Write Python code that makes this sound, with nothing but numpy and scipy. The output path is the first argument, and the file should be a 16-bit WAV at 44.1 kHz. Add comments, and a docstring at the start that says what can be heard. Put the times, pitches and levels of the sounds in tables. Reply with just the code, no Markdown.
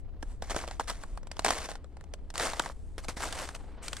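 """Slow steps on crusted snow in a yard, heard from a phone in the walker's hand.
A low rumble, faint outdoor air and a soft rustle are there from the start. Loose grains trickle, the icy
crust snaps in single brittle fractures, the sole thuds, and early on the phone jolts in the hand.
As the weight comes down, the snow beneath crunches: many tiny grains break in jerks.
Near the end the rustle of clothing swells and the fabric gives a brighter brush."""
import sys
import numpy as np
from scipy import signal
from scipy.fft import rfft, irfft
from scipy.io import wavfile
from scipy.ndimage import map_coordinates

SR = 44100
rng = np.random.default_rng(int(sys.argv[2]) if len(sys.argv) > 2 else 0)


def pcm_store(signal):
    """Save signal as 16-bit PCM."""
    levels = np.round(np.clip(np.atleast_2d(signal), -1, 1) * 32767)
    wavfile.write(sys.argv[1], SR, levels.astype(np.int16).T)


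N = 176400


def undb(db):
    """Amplitude ratio: tenfold for every 20 dB."""
    return 10 ** (np.asarray(db) / 20)


def envelope(rows):
    """Linear interpolation of a level in dB over time, silent outside the rows."""
    times, db = np.array(rows).T
    return np.interp(np.arange(N) / SR, times, db, left=-120, right=-120)


def unit(x):
    """Normalisation to rms 1."""
    return x / np.sqrt(np.mean(x ** 2))


def spectrum_db(points, hz):
    """Interpolation of a spectrum on a log-frequency axis."""
    f, db = np.array(points).T
    return np.interp(np.log(hz + 1), np.log(f), db)


def colour(x, points):
    """Minimum-phase filtering: folding the cepstrum makes the given spectrum causal."""
    n = len(x)
    gain = undb(spectrum_db(points, np.fft.rfftfreq(n, 1 / SR)))
    cepstrum = irfft(np.log(gain), n)
    cepstrum[1:n // 2] *= 2
    cepstrum[n // 2 + 1:] = 0
    return irfft(rfft(x) * np.exp(rfft(cepstrum)), n)


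def noise(points):
    """Spectrally shaped Gaussian noise of rms 1."""
    return unit(colour(rng.standard_normal(N), points))


def wander(hz):
    """Random modulation: straight lines between Gaussian values, spread near 1."""
    return 1.2 * np.interp(np.arange(N) * hz / SR, np.arange(N), rng.standard_normal(N))


def grains(per_s, spread_db):
    """Poisson impulses: a few stand out as stronger, or as weaker if the spread is negative."""
    size = undb(spread_db * np.minimum(rng.exponential(size=N), 4))
    occurs = rng.random(N) < per_s / SR
    return unit(occurs * size * rng.choice([-1, 1], N))


def add(track, start_s, sound):
    """Superposition of a short sound on a track."""
    i = max(int(start_s * SR), 0)
    track[i:i + len(sound)] += sound[:max(N - i, 0)]


# Spectra of the rumble and the outdoor air. Each row: frequency in Hz, relative density in dB.
RUMBLE_SPECTRUM = [(12, -8), (22, 1), (48, -6), (60, -6.5), (71, -4), (90, -14), (130, -27), (220, -47),
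                   (600, -74.5)]
AIR_SPECTRUM = [(130, -0.5), (300, -4.5), (700, -15), (1200, -40), (3000, -39), (9000, -52), (13000, -74)]
# Drift of the rumble. Each row: time in seconds, level in dB.
RUMBLE_ENVELOPE = [(0, -39.5), (1.8, -44), (3.3, -42), (4, -44.5)]
BUFFETING, AIR_DB = (1.6, 0.88), -56.5  # left and right port's own rumble, relative to the shared part


def background():
    """Partial coherence: both microphone ports share rumble and air, and each adds noise of its own."""
    shared, air = noise(RUMBLE_SPECTRUM), noise(AIR_SPECTRUM)
    rumble = np.array([unit(shared + own * noise(RUMBLE_SPECTRUM)) * (1 + own) for own in BUFFETING])
    rumble *= undb(envelope(RUMBLE_ENVELOPE)) / (1 + np.mean(BUFFETING))
    outdoors = np.array([air + 0.17 * noise(AIR_SPECTRUM) for _ in range(2)])
    return rumble + undb(AIR_DB) * outdoors


# Swell of the dull rustle. Each row: time in seconds, level in dB.
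RUSTLE_ENVELOPE = [(0, -68.5), (1, -67), (2.1, -67.5), (2.9, -72), (3.4, -61.5), (3.75, -56), (4, -51.5)]
# Its spectrum. Each row: frequency in Hz, relative density in dB.
RUSTLE_SPECTRUM = [(300, 0), (900, -2), (1500, -9.5), (4500, -22), (16000, -70)]


def clothing_rustle():
    """Friction noise: clothing rubs softly, with a fluttering level, as the walker turns."""
    flutter_db = 3.4 * wander(hz=84)
    return undb(envelope(RUSTLE_ENVELOPE) + flutter_db) * noise(RUSTLE_SPECTRUM)


# Flow of loose grains. Each row: time in seconds, level in dB.
TRICKLE_ENVELOPE = [(.2, -72.5), (.32, -58), (.39, -76), (1.08, -60), (1.17, -63.5), (1.22, -78),
                    (2.29, -77.5), (2.75, -67), (2.95, -70), (3.55, -58.5), (3.78, -77)]
# Its spectrum. Each row: frequency in Hz, relative density in dB.
TRICKLE_SPECTRUM = [(800, 10), (3000, -3.5), (5800, -5), (8300, 1.5), (11000, -9.5), (13000, -23),
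                    (16000, -37.5)]


def trickle():
    """Shot noise: the tiny impacts of ice grains sliding and settling merge into a fine hiss."""
    impacts = grains(per_s=8400, spread_db=3.0)
    return undb(envelope(TRICKLE_ENVELOPE)) * unit(colour(impacts, TRICKLE_SPECTRUM))


# Fractures of the crust. Each row: start in seconds, relative level of body and plate in dB,
# pitch of the broken plate in Hz, relative level of the snap in dB.
CRUST_CRACKS = [(0.226, -27, 1570, -42), (0.422, -26.5, 730, -39.5), (0.497, -30, 784, -40),
                (0.545, -25.5, 667, -42.5), (0.562, -17.5, 590, -33), (0.638, -28, 1090, -52),
                (0.676, -31, 630, -41.5), (0.684, -34, 497, -42.5), (0.71, -26.5, 770, -42),
                (0.796, -17, 886, -37), (0.807, -21.5, 1020, -50), (0.897, -25.5, 950, -36.5),
                (1.035, -28, 1620, -48), (1.174, -31.5, 805, -48), (1.23, -42, 536, -56),
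                (1.27, -36, 654, -48.5), (1.314, -36, 600, -38), (1.367, -38.5, 880, -47),
                (1.392, -20, 676, -30.5), (1.446, -14.5, 750, -23.5), (1.462, -12.5, 1570, -30),
                (1.4812, -19.5, 950, -29.5), (1.487, -20, 836, -31), (1.505, -15, 690, -25),
                (1.688, -29, 710, -42), (1.715, -29, 637, -42), (1.753, -32.5, 790, -45.5),
                (1.843, -42, 534, -58.5), (1.968, -41, 765, -56), (2.009, -40, 1900, -57),
                (2.039, -46.5, 835, -56.5), (2.137, -34.5, 600, -40.5), (2.302, -40, 925, -45),
                (2.355, -28.5, 1150, -38), (2.378, -35, 534, -30), (2.533, -25, 880, -39.5),
                (2.5946, -12.5, 920, -25.5), (2.598, -17.5, 940, -39), (2.659, -24, 920, -41),
                (2.697, -28, 1080, -63), (2.98, -30.5, 1540, -43), (3.083, -28, 1440, -34.5),
                (3.325, -31, 1560, -34), (3.488, -26.5, 1790, -40.5), (3.549, -45, 1040, -39.5),
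                (3.881, -33, 1430, -32.5), (3.93, -27, 1480, -33), (3.967, -34, 1530, -38)]
# Spectra of the bright snap and the dull body. Each row: frequency in Hz, relative density in dB.
SNAP_SPECTRUM = [(500, -11), (1500, 1), (3300, 3.5), (6300, -0.5), (8200, 0.5), (11000, -11.5),
                 (16000, -28)]
BODY_SPECTRUM = [(80, -15), (220, -9), (500, 3.5), (1600, 3), (2600, -21), (6000, -41)]
SNAP_DB, BODY_DB, PLATE_DB = 1.5, -10.5, 2
CRACK_RISE_S, BODY_LAG_S, PLATE_DECAY_CYCLES = 0.00088, 0.000846, 1.5


def crust_cracks():
    """Brittle fracture: a bright snap, then a dull burst and the heavily damped knock of the plate."""
    out, t = np.zeros(N), np.arange(2048) / SR
    rise = np.minimum(t / CRACK_RISE_S, 1) ** 2

    def burst(spectrum, decay_s):
        """Exponentially decaying spiky noise, its energy proportional to the decay time."""
        fractures = rng.standard_normal(len(t)) * rng.random(len(t)) ** 2
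        x = colour(fractures * rise * np.exp(-t / decay_s), spectrum)
        return x * np.sqrt(decay_s * SR / np.sum(x ** 2))

    for start, body_db, hz, snap_db in CRUST_CRACKS:
        snap = undb(SNAP_DB) * burst(SNAP_SPECTRUM, decay_s=0.0024)
        body = undb(BODY_DB) * burst(BODY_SPECTRUM, decay_s=0.0027)
        plate = rise * np.sin(2 * np.pi * hz * t) * np.exp(-t * hz / PLATE_DECAY_CYCLES)
        add(out, start, undb(snap_db) * snap)
        add(out, start + BODY_LAG_S, undb(body_db) * (body - undb(PLATE_DB) * plate))
    return out


# Landings of the sole. Each row: start in seconds, level in dB.
SOLE_THUDS = [(0.23, -31), (0.424, -38), (0.507, -33), (0.564, -24.5), (1.392, -34), (2.98, -34.5),
              (3.087, -29.5), (3.169, -32)]
THUD_HZ, THUD_DECAY_S = 301, 0.0025


def sole_thuds():
    """Damped oscillation: the sole strikes packed snow with a hollow thump, its pitch varying by chance."""
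    out, t = np.zeros(N), np.arange(SR // 10) / SR
    for start, db in SOLE_THUDS:
        hz = THUD_HZ * np.exp(0.14 * rng.standard_normal())
        add(out, start, undb(db) * np.sin(2 * np.pi * hz * t) * np.exp(-t / THUD_DECAY_S))
    return out


# Jolts of the phone. Each row: start in seconds, peak of the envelope in dB.
HANDLING_BUMPS = [(0.242, -36), (.45, -34), (0.519, -38), (0.889, -35.5), (1.099, -32.5)]
BUMP_HZ, BUMP_LENGTH_S = 36.3, 0.094


def handling_bumps():
    """Structure-borne sound: each jolt in the hand gives the phone a few very low swings."""
    out, t = np.zeros(N), np.arange(int(BUMP_LENGTH_S * SR)) / SR
    for start, db in HANDLING_BUMPS:
        swing = np.sin(2 * np.pi * (BUMP_HZ * t + rng.random()))
        add(out, start, undb(db) * np.hanning(len(t)) * swing)
    return out


# Weight on the snow, one list per step. Each row: time in seconds, relative crunch level in dB.
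STEP_LOADS = [
    [(.42, -49.5), (.46, -57.5), (.495, -52.5), (.508, -34.5), (.54, -52.5), (.57, -41), (.635, -47),
     (.67, -59), (.72, -53), (.785, -67)],
    [(.794, -62), (.803, -40), (.825, -57), (.87, -69), (.88, -36.5), (.903, -40), (.918, -49),
     (.995, -64.5), (1.035, -56), (1.07, -100)],
    [(1.32, -70), (1.44, -55), (1.456, -29), (1.475, -39), (1.503, -38), (1.511, -34.5), (1.54, -42),
     (1.57, -41), (1.645, -45), (1.657, -37.5), (1.678, -60.5), (1.695, -47.5), (1.78, -66)],
    [(2.34, -49), (2.372, -47.5), (2.4, -32.5), (2.44, -35), (2.48, -37), (2.55, -46), (2.62, -45.5),
     (2.685, -50.5), (2.73, -60.5)],
    [(2.98, -44.5), (3.02, -66.5), (3.045, -48), (3.075, -70), (3.09, -41.5), (3.155, -70)],
    [(3.16, -68), (3.172, -38), (3.185, -48), (3.225, -37), (3.31, -47.5), (3.425, -39.5), (3.48, -51.5),
     (3.54, -65), (3.56, -43), (3.58, -93)],
]
# Brightness of the steps. 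Each entry: one step's spectral tilt about 1 kHz in dB per octave.
STEP_TILTS = [-0.18, 0.68, 0.12, -0.29, 0.0099, -0.25]
# Spectrum of crunching snow. Each row: frequency in Hz, relative density in dB.
SNOW_SPECTRUM = [(100, -16), (250, -7.5), (430, -2.5), (660, 1.5), (1000, -2), (1700, -3.5), (3000, -9.5),
                 (8700, -11.5), (11000, -20), (16000, -42)]
SLIPS_PER_S, SLIP_DB, SLIP_DECAY_S = 260, -3.5, 0.00091
CRUNCH_DB = 2


def snow_crunch():
    """Stick-slip failure: grains break in jerks under the boot, small bright ones outnumbering large."""
    loads = [undb(envelope(step)) for step in STEP_LOADS]
    slips = np.abs(grains(SLIPS_PER_S, spread_db=-3.0))
    slips = unit(signal.lfilter([1], [1, -np.exp(-1 / (SLIP_DECAY_S * SR))], slips))
    jerks = unit(1 + undb(SLIP_DB) * slips)
    crunch = np.zeros(N)
    for hz in 125 * 2 ** np.arange(0, 7.5, .5):  # half-octave bands
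        band = signal.butter(2, [hz / 2 ** .25, hz * 2 ** .25], "band", fs=SR, output="sos")
        weight = sum(load * undb(tilt * np.log2(hz / 1000)) for load, tilt in zip(loads, STEP_TILTS))
        fractures = grains(per_s=hz, spread_db=2.5)  # one grain per cycle on average
        crunch += signal.sosfilt(band, weight * jerks * fractures)
    power_gain = np.mean(undb(spectrum_db(SNOW_SPECTRUM, np.arange(SR / 2))) ** 2)
    return undb(CRUNCH_DB) * colour(crunch, SNOW_SPECTRUM) / np.sqrt(power_gain)


# The closing brush of fabric. Each row: time in seconds, level in dB.
BRUSH_ENVELOPE = [(3.815, -83), (3.83, -48), (3.865, -48), (3.9, -56.5), (3.95, -54), (4, -52)]
# Its spectrum. Each row: frequency in Hz, relative density in dB.
BRUSH_SPECTRUM = [(300, -35.5), (1200, 6), (2400, 6), (5000, -1.5), (8500, 5.5), (11000, -8.5),
                  (16000, -28)]


def clothing_brush():
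    """Sliding friction: dense tiny impulses make one bright brush of fabric."""
    impulses = grains(per_s=8300, spread_db=2.5)
    return undb(envelope(BRUSH_ENVELOPE)) * unit(colour(impulses, BRUSH_SPECTRUM))


# Level difference between the ports. Each row: frequency in Hz, left minus right in dB.
PORT_DIFFERENCE = [(100, -4.5), (700, 0.5), (1300, -1.5), (2400, 0.7), (4400, -1.5), (8200, 4.5),
                   (13000, -1.5)]
TURN_S, LEFT_LAG_S = (2.0, 2.8), (45e-6, 12e-6)  # at the start and end of the phone's turn
SCATTER_DB, SCATTER_ABOVE_HZ = -1.5, 5470
YARD_DB, YARD_T60_S = -14, 0.072


def microphone_ports(x):
    """Path difference: the right port hears first; scattered treble and yard reverberation follow."""
    t, hz = np.arange(SR // 2) / SR, np.fft.rfftfreq(N, 1 / SR)
    treble = signal.sosfilt(signal.butter(1, SCATTER_ABOVE_HZ, "high", fs=SR, output="sos"), x)
    half_lag = SR * np.interp(np.arange(N) / SR, TURN_S, LEFT_LAG_S) / 2
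    out = []
    for side in (1, -1):  # left, right
        direct = map_coordinates(x, [np.arange(N) - side * half_lag], mode="nearest")
        tail = rng.standard_normal(len(t)) * undb(-60 * t / YARD_T60_S)
        yard = undb(YARD_DB) * rfft(tail / np.sqrt(np.sum(tail ** 2)), N)
        # Treble from ever-changing spots takes four short paths of wandering strength.
        scatter = sum(np.roll(treble, lag) * wander(hz=699.3) for lag in rng.integers(2, 50, 4)) / 2
        heard = rfft(direct + undb(SCATTER_DB) * scatter) + rfft(x) * yard
        balance = undb(side * spectrum_db(PORT_DIFFERENCE, hz) / 2)
        out.append(irfft(heard * balance, N))
    return np.array(out)


def scene():
    """Superposition: airborne steps and clothing add to the handling bumps and the background."""
    steps = crust_cracks() + sole_thuds() + snow_crunch() + trickle()
    clothing = clothing_brush() + clothing_rustle()
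    return microphone_ports(steps + clothing) + handling_bumps() + background()


CUTOFF_HZ = 15900


def record(dry):
    """Band limiting: the phone's steep low-pass filter cuts the top of the treble."""
    return signal.sosfilt(signal.ellip(10, .2, 80, CUTOFF_HZ, fs=SR, output="sos"), dry)


dry = scene()
out = record(dry)
pcm_store(out)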